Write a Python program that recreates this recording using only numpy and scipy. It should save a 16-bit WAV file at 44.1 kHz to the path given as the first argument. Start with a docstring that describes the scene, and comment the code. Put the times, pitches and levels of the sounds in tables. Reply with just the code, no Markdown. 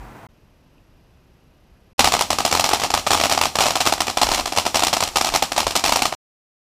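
"""Ground fountain firework at night

A moment of garage air, then a hushed dusk outdoors, then a fountain on a lawn, cut short while still burning.
Room and dusk air are band-shaped noise; the dusk adds insect bands, a tick and a pulsing camera whine.
The stars are pressure spikes in quick clusters, reflected by the path and the house front, over a jet of
noise and sparks, all ringing in a small camera's housing. Low noise gives a breeze, the first bang's boom
and later puffs of air on the microphone.
"""
import sys
import numpy as np
from scipy import signal
from scipy.io import wavfile
from scipy.ndimage import uniform_filter1d

SR = 44100
rng = np.random.default_rng(int(sys.argv[2]) if len(sys.argv) > 2 else 0)


def transcribe(u):
    """Save the signal u as a 16-bit wav file named by the first command-line argument.

    u: samples, shape (n,) or (channels, n), limited to [-1, 1]; the rate is SR.
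    q: integer samples, one column per channel.
    """
    v = np.clip(np.atleast_2d(u).T, -1, 1)
    q = np.round(v * 32767).astype(np.int16)
    wavfile.write(sys.argv[1], SR, q)


N = 294611
TIME = np.arange(N) / SR  # seconds

# The three successive places. Each: start in seconds, end in seconds.
GARAGE_SPAN = (0, .269)
DUSK_SPAN = (.288, 1.932)
NIGHT_SPAN = (1.981, 6.150)

# Spectrum of garage air. Each row: frequency in Hz, relative density in dB per Hz.
GARAGE_SPECTRUM = [(25, -1.5), (60, -9), (135, 2), (175, -19), (230, -3.5), (550, -12), (830, -4),
                   (1100, -12), (1400, -12.5), (2100, -18), (3400, -29.5), (10000, -36.5), (15000, -37)]
# Spectrum of dusk air. Each row: frequency in Hz, relative density in dB per Hz.
DUSK_SPECTRUM = [(15, -33), (25, 3.5), (71, 0), (139, -3.5), (243, -8), (729, -17.5), (790, -18),
                 (2300, -27), (2700, -26), (3930, -31.5), (5010, -31), (7480, -40), (12100, -42),
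                 (13800, -40), (15000, -43)]
# Faint shrill bands, as of far insects. Each row: centre in Hz, width in Hz, rms level in dB.
INSECT_BANDS = [(2680, 450, -76), (4980, 250, -84)]
# Thin electronic camera whine. Each row: frequency in Hz, amplitude before pulsing in dB, rms wavering in Hz.
WHINE_TONES = [(5730, -85, 8), (11290, -81, 10)]
# Low swells: the first bang's boom, then puffs of air on the microphone.
# Each row: start in seconds, time from start to release in seconds, level in dB.
LOW_SWELLS = [(2.0, .05, -41), (4.235, .17, -33.5), (5.28, 0.073, -38.5), (5.64, .04, -34.5),
              (5.84, .08, -39)]
# Spectrum of the fountain's jet. Each row: frequency in Hz, relative density in dB per Hz.
JET_SPECTRUM = [(30, 1.5), (80, 3.5), (160, -12.5), (400, -1.5), (800, -17), (2000, -12), (5000, -9.5),
                (15000, -9)]
# Loud bursting stars. Each row: time in seconds, relative level in dB, crack over body in dB.
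LOUD_STARS = [(1.993, 0, -5), (2.0435, -4, -4), (2.054, -14, -1), (2.073, -7.5, -6.5), (2.1209, -11, -3),
              (2.1376, -7.5, -7.5), (2.1915, -13, -1), (2.2098, -7, -4), (2.3041, -8, -4.5),
              (2.3293, -13, -5), (2.3855, -11, -2.5), (2.404, -13, -5.5), (2.4507, -6.5, -2.5),
              (2.5129, -13.5, -0.5), (2.5258, -7.5, -4), (2.5503, -8, -4), (2.596, -7, -1),
              (2.641, -9, -3.5), (2.661, -14.5, -1.5), (2.69, -13, 3), (2.7118, -18, -15.5),
              (2.7332, -6, -7), (2.758, -19, -10.5), (2.798, -16.5, -3), (2.818, -17.5, -13),
              (2.8356, -11.5, -5.5), (2.8441, -16, -6), (2.9033, -14, -4), (2.939, -6.5, -4),
              (2.975, -13.5, -7), (3.066, -14, -7), (3.071, -11.5, -5), (3.1059, -8, -6), (3.132, -7, -3.5),
              (3.1495, -13.5, -8.5), (3.1738, -14.5, -3.5), (3.1992, -12.5, -8), (3.2124, -11, -6),
              (3.2367, -8, -4), (3.2557, -11, -8), (3.2966, -12.5, -1), (3.3129, -12.5, -5.5),
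              (3.323, -9, 0), (3.348, -16, -4), (3.376, -11, -8.5), (3.413, -6.5, -3.5),
              (3.4358, -11.5, -4), (3.4547, -11.5, -5), (3.555, -11.5, -3.5), (3.5868, -8.5, -7),
              (3.606, -7, -3.5), (3.623, -12, -1.5), (3.637, -12, -2), (3.657, -13.5, -4.5),
              (3.6652, -11, -4), (3.6829, -12.5, -4), (3.706, -11.5, -4.5), (3.7553, -9.5, -3),
              (3.8043, -11, -2), (3.8112, -11, -2), (3.854, -16, 0), (3.863, -10, -2), (3.8712, -6.5, -4.5),
              (3.9237, -9, -2.5), (3.979, -23, -10), (4.005, -7.5, -2.5), (4.069, -17.5, 1),
              (4.0807, -16.5, -12.5), (4.0983, -16, -1), (4.172, -9, -7.5), (4.2153, -7, -4),
              (4.2307, -7.5, -2), (4.268, -16, -6), (4.2885, -13.5, -6), (4.316, -10, -3), (4.336, -15, -3),
              (4.3467, -10.5, 0.5), (4.3786, -15.5, -8), (4.3961, -14.5, -10.5), (4.4574, -15, -1),
              (4.4753, -17.5, -4.5), (4.5225, -16, -5.5), (4.5622, -17, -2), (4.5734, -10, -3),
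              (4.584, -8, -4.5), (4.6531, -17, -8), (4.6646, -11, -7), (4.7447, -11, -8), (4.7567, -8, 0),
              (4.7934, -12, -2), (4.822, -12, -7), (4.8346, -7, 0), (4.8688, -9, -0.5), (4.9295, -10, -6),
              (4.9361, -11, 0), (4.9675, -12, -2.5), (5.0054, -11, -1), (5.0252, -13, -9),
              (5.036, -14, 5.5), (5.0753, -18, 0), (5.1581, -10, -2.5), (5.1692, -9, 0.5),
              (5.2109, -9.5, -2), (5.246, -11.5, 0), (5.2692, -13.5, -3), (5.288, -16.5, -7),
              (5.322, -24.5, -8), (5.339, -13, -5.5), (5.3485, -13, -3), (5.3592, -8.5, 0.5),
              (5.4238, -8, -3), (5.5192, -14, -4.5), (5.5633, -16, -7), (5.5784, -9, -3),
              (5.6027, -11.5, -1), (5.629, -21, -3), (5.6676, -10, -8.5), (5.7077, -15.5, -3),
              (5.7538, -11, -1), (5.762, -8, 1), (5.8395, -8, -2), (5.8602, -10, .5), (5.8796, -13, -1.5),
              (5.893, -10.5, -3), (5.922, -6, -4), (5.9589, -6.5, -2), (6.0206, -7.5, -2.5),
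              (6.0544, -8.5, -3.5), (6.1243, -21.5, -17)]
# Resonances and hollows of the camera housing. Each row: centre in Hz, width in Hz, gain in dB.
HOUSING_MODES = [(84, 14, 5.5), (118, 22, -3), (260, 97, 4.5), (440, 160, -3.5), (777, 557, 12.5),
                 (1244, 210, 5.5), (1650, 1300, -6), (2660, 2000, 4.5), (4180, 260, 4), (5000, 650, 3.5),
                 (5690, 520, 5), (7430, 2000, 4)]

GARAGE_DB, DUSK_DB = -41.5, -53.5  # rms of the air noise
FRAMES_PER_S = 30  # pictures the camera takes, which pulse its whine
SWELL_ATTACK_S, SWELL_RELEASE_S, BREEZE_DB = .02, .045, -51.5

# Loud stars closer than the gap form one volley, and a weaker star may go off between them
VOLLEY_GAP_S, WEAK_SHARE = .031, .65
# A weak star lies below the mean of its two neighbours
WEAK_DROP_DB = 7.5
# Crack over body of weak stars and stragglers; the spread applies to their level and their crack
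WEAK_CRACK_DB, WEAK_SPREAD_DB = -3.5, 2
# Outside a volley a faint straggler may trail a star: chance, mean delay, level below the star
STRAGGLER_SHARE, STRAGGLER_S, STRAGGLER_DROP_DB = .3, .022, 9.5

# Star heights at the start of the night; the whole range climbs as the fountain burns on
LOWEST_STAR_M, HIGHEST_STAR_M, CLIMB_M_PER_S = 0.97, 2.05, .11
MIC_HEIGHT_M, DISTANCE_M, SOUND_M_PER_S = 1.5, 6, 343
# The boom follows a star's dull body and weakens as the fountain burns on
BOOM_DB_PER_CRACK_DB, BOOM_FADE_DB_PER_S = 0.5, 0.7
CUTOFF_HZ = 15350


def from_db(db):
    """The decibel law: level to amplitude gain."""
    return 10 ** (np.asarray(db) / 20)


def rms_one(x):
    """Normalization to unit mean power."""
    return x / np.sqrt(np.mean(x ** 2) + 1e-20)


def butter(x, hz, kind, order=2):
    """Causal filtering with a maximally flat (Butterworth) passband."""
    edges_hz = np.clip(hz, 10, .45 * SR)
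    return signal.sosfilt(signal.butter(order, edges_hz, kind, fs=SR, output="sos"), x)


def during(span):
    """Gating: one inside a span, zero outside, with 64-sample ramps."""
    return uniform_filter1d(1.0 * ((TIME >= span[0]) & (TIME < span[1])), size=64)


def coloured_noise(spectrum):
    """Spectral shaping: third-octave bands of white noise weighted by a density curve; rms 1."""
    hz, level_db = np.transpose(spectrum)
    edges = 20 * 2 ** (np.arange(30) / 3)
    white = rng.standard_normal((2, N))
    out = 0
    for k, (low, high) in enumerate(zip(edges, edges[1:])):
        log_centre = np.log(low * high) / 2
        gain = from_db(np.interp(log_centre, np.log(hz), level_db))
        # neighbouring bands take independent noise
        out = out + gain * butter(white[k % 2], [low, high], "band")
    return rms_one(out)


def swell(start_s, rise_s, t60, size):
    """Reverberant build-up and exponential decay of power in a swarm of reflections; unit energy."""
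    age = np.maximum(np.arange(size) / SR - start_s, 0)
    power = ((1 - np.exp(-age / rise_s)) * from_db(-60 * age / t60)) ** 2
    return power / (np.sum(power) + 1e-20)


def scatter(start_s, rise_s, t60, size):
    """Diffuse scattering: Gaussian noise under a reverberant power envelope."""
    return rng.standard_normal(size) * np.sqrt(swell(start_s, rise_s, t60, size))


def garage(bump_db, bump_hz, bump_t60):
    """Stationary room noise plus a soft low bump, a damped oscillation dying from the outset."""
    bump = from_db(bump_db - 60 * TIME / bump_t60) * np.cos(2 * np.pi * bump_hz * TIME)
    return from_db(GARAGE_DB) * coloured_noise(GARAGE_SPECTRUM) + bump


def far_insects():
    """Narrow-band noise: shrill bands, as of many distant insects."""
    out = 0
    for hz, width_hz, level_db in INSECT_BANDS:
        band = butter(rng.standard_normal(N), [hz - width_hz / 2, hz + width_hz / 2], "band")
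        out = out + from_db(level_db) * rms_one(band)
    return out


def camera_whine():
    """Modulation: tones wavering in frequency, their amplitude pulsing with each picture the camera takes."""
    waver = rms_one(butter(rng.standard_normal(N), 60, "low"))
    tones = 0
    for hz, level_db, waver_hz in WHINE_TONES:
        phase = 2 * np.pi * np.cumsum(hz + waver_hz * waver) / SR
        tones = tones + from_db(level_db) * np.sin(phase)
    pulsing = 1 + np.tanh(2 * np.sin(2 * np.pi * FRAMES_PER_S * TIME))
    return tones * pulsing


def dusk(tick_db, tick_hz):
    """Superposition of far outdoor murmur, insects, camera whine and one faint band-limited tick."""
    insects = far_insects()
    whine = camera_whine()
    tap = scatter(.778, .002, .03, N)
    tick = from_db(tick_db) * butter(tap, [tick_hz - 200, tick_hz + 200], "band")
    return from_db(DUSK_DB) * coloured_noise(DUSK_SPECTRUM) + insects + whine + tick


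def breeze_and_swells(low_hz, high_hz):
    """Enveloped low noise: a steady breeze, the first bang's boom and later puffs of air, powers adding."""
    strength = from_db(BREEZE_DB)
    for s, hold_s, level_db in LOW_SWELLS:
        rise = np.clip((TIME - s) / SWELL_ATTACK_S, 0, 1)
        fall = np.exp(-np.maximum(TIME - s - hold_s, 0) / SWELL_RELEASE_S)
        strength = np.hypot(strength, from_db(level_db) * rise * fall)
    return strength * rms_one(butter(rng.standard_normal(N), [low_hz, high_hz], "band"))


def sparks(per_s, spread_db):
    """Shot noise: random impulses of either sign and unequal size make a fine grit; rms 1."""
    excess_db = spread_db * np.minimum(rng.exponential(1, N), 3)
    sizes = from_db(excess_db) * rng.choice([-1, 1], N)
    return rms_one(sizes * (rng.random(N) < per_s / SR))


def yard(pops, wash_db, wash_t60, wash_low_hz, boom_db, boom_t60, boom_hz, air_hz, size=30000):
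    """Diffuse reverberation: each burst leaves a thin wash from porch and shrubs, and a low boom."""
    s, level_db, crack_db = np.transpose(pops)
    body_db = level_db - BOOM_DB_PER_CRACK_DB * crack_db - BOOM_FADE_DB_PER_S * (s - NIGHT_SPAN[0])

    def tail(burst_db, shape):
        """Incoherent addition: the powers of all echoes sum."""
        power = np.bincount(np.round(s * SR).astype(int), from_db(burst_db) ** 2, N)
        return rng.standard_normal(N) * np.sqrt(np.abs(signal.fftconvolve(power, shape)[:N]))

    wash_tail = tail(level_db, swell(0.0061, 0.0017, wash_t60, size))
    wash = from_db(wash_db) * butter(wash_tail, wash_low_hz, "high", order=1)
    boom = from_db(boom_db) * tail(body_db, swell(.001, 0.0015, boom_t60, size))
    return butter(wash, air_hz, "low", order=1) + butter(boom, boom_hz, "low")


def shock(at_s, top_hz, size):
    """Impulsive radiation: a pressure spike whose front a low-pass rounds."""
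    return butter(1e-18 + (np.arange(size) == int(at_s * SR)), top_hz, "low")


def bounce_lag(height_m):
    """Image-source geometry: seconds by which the path's reflection trails the direct sound."""
    reflected_m = np.hypot(DISTANCE_M, height_m + MIC_HEIGHT_M)
    direct_m = np.hypot(DISTANCE_M, height_m - MIC_HEIGHT_M)
    return abs(reflected_m - direct_m) / SOUND_M_PER_S


def snap(bounce_s, ground_db, edge_hz, near_db, near_low_hz, wall_db, wall_s, wall_spread_s, size=1400):
    """Early reflections: a shock, its path bounce, scatter from things close by and a house-front slap."""
    ground_luck, wall_luck, place, sharpness = rng.standard_normal(4)
    direct = butter(shock(0, 8500, size), 9000, "low")
    # some bounces arrive sharp, others dulled by the grass
    bounce = shock(bounce_s, edge_hz * np.exp(.15 * sharpness), size)
    ground = from_db(ground_db + 1.2 * ground_luck) * bounce
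    near = from_db(near_db) * scatter(.0011, 0.00049, 0.017, size)
    slap = scatter(wall_s + wall_spread_s * place, .0005, 0.0062, size)
    wall = from_db(wall_db + 2 * wall_luck) * slap
    return direct + ground + butter(near + wall, near_low_hz, "high", order=1)


def bursts():
    """Clustered point process: loud stars with random weaker ones inside volleys and stragglers elsewhere."""
    s, level_db, _ = np.transpose(LOUD_STARS)
    gap = np.diff(s)
    luck, place = rng.random((len(gap), 2)).T
    louder_db, brighter_db = WEAK_SPREAD_DB * rng.standard_normal((len(gap), 2)).T
    in_volley = gap < VOLLEY_GAP_S
    delay_s = np.where(in_volley, gap / 2, STRAGGLER_S) * (.5 + place)
    between_db = (level_db[:-1] + level_db[1:]) / 2 - WEAK_DROP_DB
    weak_db = np.where(in_volley, between_db, level_db[:-1] - STRAGGLER_DROP_DB)
    weak = np.column_stack([s[:-1] + delay_s, weak_db + louder_db, WEAK_CRACK_DB + brighter_db])
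    goes_off = luck < np.where(in_volley, WEAK_SHARE, STRAGGLER_SHARE)
    return np.vstack([LOUD_STARS, weak[goes_off]])


def stars(pops, split_hz, burst_db):
    """Superposition of bursts at random heights, each dividing its level between dull body and sharp crack."""
    body, crack = np.zeros((2, N))
    for s, level_db, bright_db in pops:
        height_m = LOWEST_STAR_M + (HIGHEST_STAR_M - LOWEST_STAR_M) * rng.random()
        height_m += CLIMB_M_PER_S * (s - NIGHT_SPAN[0])
        sound = snap(bounce_lag(height_m), ground_db=0.0, edge_hz=9000, near_db=2.0, near_low_hz=497,
                     wall_db=-4.5, wall_s=.0127, wall_spread_s=0.00099)
        start = round(s * SR)
        at = slice(start, start + len(sound))
        body[at] += from_db(level_db + burst_db - bright_db / 2) * sound
        crack[at] += from_db(level_db + burst_db + bright_db / 2) * sound
    dull = butter(body + 1e-18, split_hz, "low", order=1)
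    sharp = butter(crack + 1e-18, split_hz, "high", order=1)
    return dull + sharp


def housing(x, top_hz, bottom_hz, port_hz, port_width_hz):
    """Resonance and phase dispersion: the case colours the sound, its port spreads each spike in time."""
    for hz, width_hz, level_db in HOUSING_MODES:
        # peaking filter: the gain at its centre is g squared
        g, w = from_db(level_db / 2), 2 * np.pi * hz / SR
        a = np.sin(w) * width_hz / (2 * hz)
        numerator = [1 + a * g, -2 * np.cos(w), 1 - a * g]
        denominator = [1 + a / g, -2 * np.cos(w), 1 - a / g]
        x = signal.lfilter(numerator, denominator, x)
    r = np.exp(-np.pi * port_width_hz / SR)
    allpass = [1, -2 * r * np.cos(2 * np.pi * port_hz / SR), r * r]
    x = signal.lfilter(allpass[::-1], allpass, x)
    return butter(butter(x, top_hz, "low", order=1), bottom_hz, "high")


def fountain(jet_db, grit_db):
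    """Source and transmission: bursts, their echoes and the gritty jet pass through the camera's case."""
    pops = bursts()
    hiss = from_db(jet_db) * coloured_noise(JET_SPECTRUM)
    grit = from_db(grit_db) * sparks(per_s=1700, spread_db=2.0)
    echoes = yard(pops, wash_db=17.5, wash_t60=0.2, wash_low_hz=697,
                  boom_db=18.0, boom_t60=0.3, boom_hz=301.5, air_hz=12000)
    crackle = stars(pops, split_hz=1990, burst_db=18.0)
    return housing(crackle + echoes + hiss + grit, top_hz=5260, bottom_hz=55.8,
                   port_hz=3000, port_width_hz=1600)


def scene():
    """Succession in time: garage, dusk and night follow one another, each gated to its span."""
    indoors = during(GARAGE_SPAN) * garage(bump_db=-31, bump_hz=47.6, bump_t60=0.32)
    evening = during(DUSK_SPAN) * dusk(tick_db=-18, tick_hz=2700)
    rumble = breeze_and_swells(low_hz=18, high_hz=54)
    night = during(NIGHT_SPAN) * (rumble + fountain(jet_db=-41, grit_db=-40.0))
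    return (indoors + evening + night)[None]


def record(dry):
    """Saturation and band limiting: overload rounds the loudest snaps, then a steep low-pass cuts the top."""
    ceiling = from_db(-1.9)
    rounded = dry / (1 + (dry / ceiling) ** 4) ** (1 / 4)
    return signal.sosfilt(signal.ellip(10, .2, 90, CUTOFF_HZ, fs=SR, output="sos"), rounded)


dry = scene()
out = record(dry)
transcribe(out)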